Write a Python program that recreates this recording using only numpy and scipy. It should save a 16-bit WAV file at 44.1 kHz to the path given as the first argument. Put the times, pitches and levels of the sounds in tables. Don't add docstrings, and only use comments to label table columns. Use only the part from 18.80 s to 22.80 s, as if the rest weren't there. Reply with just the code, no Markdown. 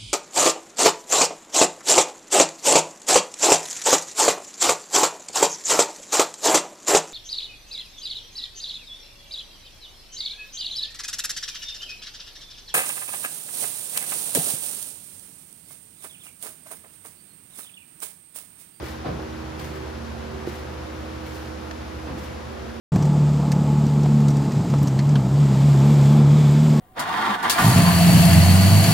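import sys
import numpy as np
from scipy import signal
from scipy.fft import rfft, irfft
from scipy.io import wavfile

SR = 44100
rng = np.random.default_rng(int(sys.argv[2]) if len(sys.argv) > 2 else 0)


def digitize_waveform(pressure):
    field = np.atleast_2d(pressure).T
    bounded = np.clip(field, -1, 1)
    quanta = np.round(bounded * 32767).astype(np.int16)
    wavfile.write(sys.argv[1], SR, quanta)


N = 176400
T = np.arange(N) / SR
BIN_HZ = np.arange(N // 2 + 1) * SR / N


def undb(db):
    return 10 ** (np.asarray(db) / 20)


def unit(x):
    return x / np.sqrt(np.mean(x ** 2))


def pan(balance_db):
    return undb(np.array([[.5], [-.5]]) * balance_db)


def per_bin(points):
    hz, value = np.array(points, float).T
    return np.interp(np.log(BIN_HZ + 1e-3), np.log(hz), value)


def drift(rate_hz):
    points = 4000
    hz = BIN_HZ[:points // 2 + 1]
    lowpass = np.exp(-(hz / rate_hz) ** 2) * (hz > 0)
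    slow = irfft(rfft(rng.standard_normal(points)) * lowpass, points)
    return np.interp(T, np.linspace(0, N / SR, points), unit(slow))


def burst(start_s, attack_s, decay_s):
    rise = np.clip((T - start_s) / attack_s, 0, 1)
    return rise * np.exp(-np.maximum(T - start_s - attack_s, 0) / decay_s)


# (frequency [Hz], coherence [0-1])
PORT_COHERENCE = [(50, 1), (130, 1), (250, 0.84), (500, 0.073), (1000, 0.12), (2000, 0.22), (4000, 0.42),
                  (8000, 0.02), (14000, 0.3)]

def diffuse(spectrum, balance_db=0):
    mid, side = rfft(rng.standard_normal((2, N)))
    coherence = per_bin(PORT_COHERENCE)
    ports = mid * np.sqrt(1 + coherence) + np.array([[1], [-1]]) * side * np.sqrt(1 - coherence)
    return unit(irfft(ports * undb(per_bin(spectrum)) * pan(balance_db), N))


# (frequency [Hz], relative density [dB])
AIR_SPECTRUM = [(25, -21), (35, -24), (50, -3), (85, -3.5), (105, -2.5), (145, -7.5), (190, 0), (270, -2.6),
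                (350, -2.6), (450, -3.5), (600, -5), (1000, -5.5), (1500, -8.5), (2200, -14.1),
                (4000, -19.9), (5500, -22), (7300, -28.3), (8500, -33.5), (10000, -29.8), (12000, -35.5),
                (15000, -38)]
# (frequency [Hz], left minus right [dB])
PORT_BALANCE = [(60, -1), (200, -3), (400, -5), (800, -3.5), (1300, -.5), (2200, 2), (5000, 4.3),
                (7000, 2.9), (9000, 0), (15000, 0)]
AIR_DB, AIR_FLICKER_DB, TREBLE_FLICKER_DB = -37.5, .4, .8

def air():
    rush = rfft(diffuse(AIR_SPECTRUM, per_bin(PORT_BALANCE)))
    octave = np.clip(np.log2(BIN_HZ / 60 + 1e-9), 0, 8)
    out = 0
    for k in range(9):
        band = irfft(rush * np.maximum(1 - abs(octave - k), 0), N)
        flicker_db = TREBLE_FLICKER_DB if k == 8 else AIR_FLICKER_DB
        out += band * undb(flicker_db * drift(rate_hz=21))
    return out * undb(AIR_DB)


WAVER_HZ, LEFT_LAG_S = 8.2, 0.00051

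def machine_tone(hz, unsteadiness):
    shared, left, right = (drift(WAVER_HZ) + 1j * drift(WAVER_HZ) for _ in range(3))
    waver = 1 + unsteadiness * (shared + .5 * np.array([left, right])) / np.sqrt(2)
    cycles = hz * (T - np.array([[LEFT_LAG_S], [0]])) + rng.random()
    return unit(np.real(waver * np.exp(2j * np.pi * cycles)))


# (frequency [Hz], level [dB], right minus left [dB], unsteadiness [0-1])
HUM_TONES = [(64.04, -45, -3, 0.42), (120.5, -52, -4, 0.08), (466.5, -53.5, -7, 1), (564, -53.5, 10, 0.9),
             (616, -60, 27, 0.25), (636, -56.5, 2, 0), (696, -56.5, -5, 1), (773, -71, 16, 0.5),
             (903, -61, -4.5, 1)]
STANDING_WAVES = [(76.5, [(.1, -41, -40.5), (1.3, -39.5, -36.5), (2.4, -40, -38.5), (3.5, -40.5, -38),
                  (3.9, -45, -41.5)]), (126.5, [(.3, -44.5, -47), (1.8, -46, -48.5), (2.4, -49.5, -44.5),
                  (3.9, -50, -49)]), (153, [(.1, -58, -65), (.9, -43, -41.5), (1.2, -56, -58),
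                  (1.6, -52, -46), (2.1, -78, -56.5)]), (229.5, [(.1, -51, -50), (.55, -41.5, -42),
                  (1.03, -53, -51), (1.25, -44, -37), (1.7, -51, -40.5), (1.95, -68, -64), (2.25, -46, -54),
                  (3.2, -46.5, -54), (3.8, -51, -37.5)]), (316.5, [(.05, -44, -41.5), (.55, -44, -38),
                  (1.05, -54, -39.5), (1.45, -76, -48), (1.73, -44.5, -51), (2.2, -43, -38),
                  (3.35, -51.5, -39.5), (3.9, -48, -53)]), (381.5, [(.15, -60, -52), (.43, -42, -40),
                  (.72, -56, -55), (.97, -40, -36.5), (1.32, -58, -50), (1.55, -42, -38.5), (1.8, -44, -49),
                  (2.8, -70, -49), (3.3, -58, -61), (3.8, -49, -40.5)]), (506.25, [(.1, -53.5, -45),
                  (.7, -59, -45), (1.05, -44.5, -45), (1.85, -53, -42), (2.35, -44, -46.5),
                  (2.85, -56, -42), (3.35, -40, -61), (3.95, -44.5, -55)])]

def machines():
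    out = 0
    for hz, level_db, right_db, unsteadiness in HUM_TONES:
        out += undb(level_db) * unit(machine_tone(hz, unsteadiness) * pan(-right_db))
    for hz, path in STANDING_WAVES:
        times_s, left_db, right_db = np.array(path).T
        swell = undb([np.interp(T, times_s, left_db), np.interp(T, times_s, right_db)])
        out += swell * machine_tone(hz, unsteadiness=.06)
    return out


# (frequency [Hz], relative density [dB])
TICK_SPECTRUM = [(400, -12), (1400, 3), (3000, -3), (6300, -8), (8500, -26), (15000, -32)]
TICK_DB = -31

def tick():
    return undb(TICK_DB) * burst(start_s=2.9105, attack_s=.0007, decay_s=.005) * diffuse(TICK_SPECTRUM)


# (time [s], level [dB])
CASE_KNOCKS = [(.029, -28.5), (1.6736, -22.5), (1.6818, -31), (3.38, -35)]
# (frequency [Hz], relative level [dB], t60 [s])
CASE_RESONANCES = [(167, -19, 0.07), (345.6, 4.5, 0.056), (417, -4.5, 0.02)]
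CONTACT_S = 0.00085

def knocks():
    out = 0
    for start_s, level_db in CASE_KNOCKS:
        age_s = np.maximum(T - start_s, 0)
        ring = sum(undb(mode_db - 60 * age_s / t60_s) * np.sin(2 * np.pi * hz * age_s)
                   for hz, mode_db, t60_s in CASE_RESONANCES)
        out += undb(level_db) * ring * np.minimum(age_s / CONTACT_S, 1)
    return out * pan(balance_db=-4.5)


# (start [s], hold [s], release [s], slide [dB], flick [dB])
STEP_SWISHES = [(0.017, 0.08, 0.093, -43, -46), (0.785, 0.078, 0.2, -45.5, -46),
                (1.655, 0.095, 0.13, -45, -55), (2.456, 0.13, 0.16, -46, -47),
                (3.37, 0.055, 0.12, -46, -53)]
# (frequency [Hz], relative density [dB])
FABRIC_SPECTRUM = [(500, -27), (1000, -9.5), (1700, 9.5), (2500, 2), (5000, -2), (7500, -6.5), (14000, -9)]
SLIDE_ATTACK_S, FOLDS_DB, GRAIN_DB = 0.033, 1.5, 1.9

def clothes():
    slide, flick = 0, 0
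    for start_s, hold_s, release_s, slide_db, flick_db in STEP_SWISHES:
        rise = np.clip((T - start_s) / SLIDE_ATTACK_S, 0, 1)
        fall = np.clip(1 - (T - start_s - hold_s) / release_s, 0, 1)
        slide += undb(slide_db) * rise * fall
        flick += undb(flick_db) * burst(start_s, attack_s=.013, decay_s=.014)
    folds = undb(FOLDS_DB * drift(rate_hz=18))
    grain = undb(GRAIN_DB * drift(rate_hz=120))
    return (flick + slide * folds) * grain * diffuse(FABRIC_SPECTRUM, per_bin(PORT_BALANCE))


# (time [s], scuff [dB], thud [dB], boom [dB], ring [dB], left minus right [dB])
FOOT_IMPACTS = [(0.243, -29, -29.5, -30.5, -34, 0), (3.263, -34, -31.5, -39.5, -44, -4)]
# (frequency [Hz], relative density [dB])
SCUFF_SPECTRUM = [(100, -20), (300, 8), (480, 2), (620, 0.5), (1250, -2), (2000, -15), (4500, -20),
                  (8000, -45), (15000, -60)]
RING_SPECTRUM = [(100, -50), (550, -15), (710, -1), (770, 1), (830, -20), (1050, -29), (4000, -70)]
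THUD_SPECTRUM = [(90, -31), (150, 3.5), (200, -2), (300, -6.5), (450, -15), (2000, -65)]
BOOM_SPECTRUM = [(28, -26), (50, -2), (95, -2.5), (130, 0), (190, -16.5), (300, -21), (500, -5),
                 (4000, -80)]
SOLE_DELAY_S = 0.034

def feet():
    out = 0
    for start_s, scuff_db, thud_db, boom_db, ring_db, balance_db in FOOT_IMPACTS:
        scuff = undb(scuff_db) * diffuse(SCUFF_SPECTRUM, balance_db)
        ring = undb(ring_db) * diffuse(RING_SPECTRUM, balance_db)
        thud = undb(thud_db) * diffuse(THUD_SPECTRUM, balance_db)
        boom = undb(boom_db) * diffuse(BOOM_SPECTRUM)
        out += (scuff + ring) * burst(start_s, attack_s=.015, decay_s=.061)
        out += thud * burst(start_s + SOLE_DELAY_S, attack_s=.0098, decay_s=.07)
        out += boom * burst(start_s, attack_s=.03, decay_s=.11)
    return out


def scene():
    return machines() + air() + clothes() + feet() + knocks() + tick()


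LOW_CUT_HZ, HIGH_CUT_HZ = 39, 15500

def record(dry):
    highpass = signal.butter(3, LOW_CUT_HZ, "highpass", fs=SR, output="sos")
    lowpass = signal.ellip(10, .2, 80, HIGH_CUT_HZ, fs=SR, output="sos")
    return signal.sosfilt(lowpass, signal.sosfilt(highpass, dry))


dry = scene()
out = record(dry)
digitize_waveform(out)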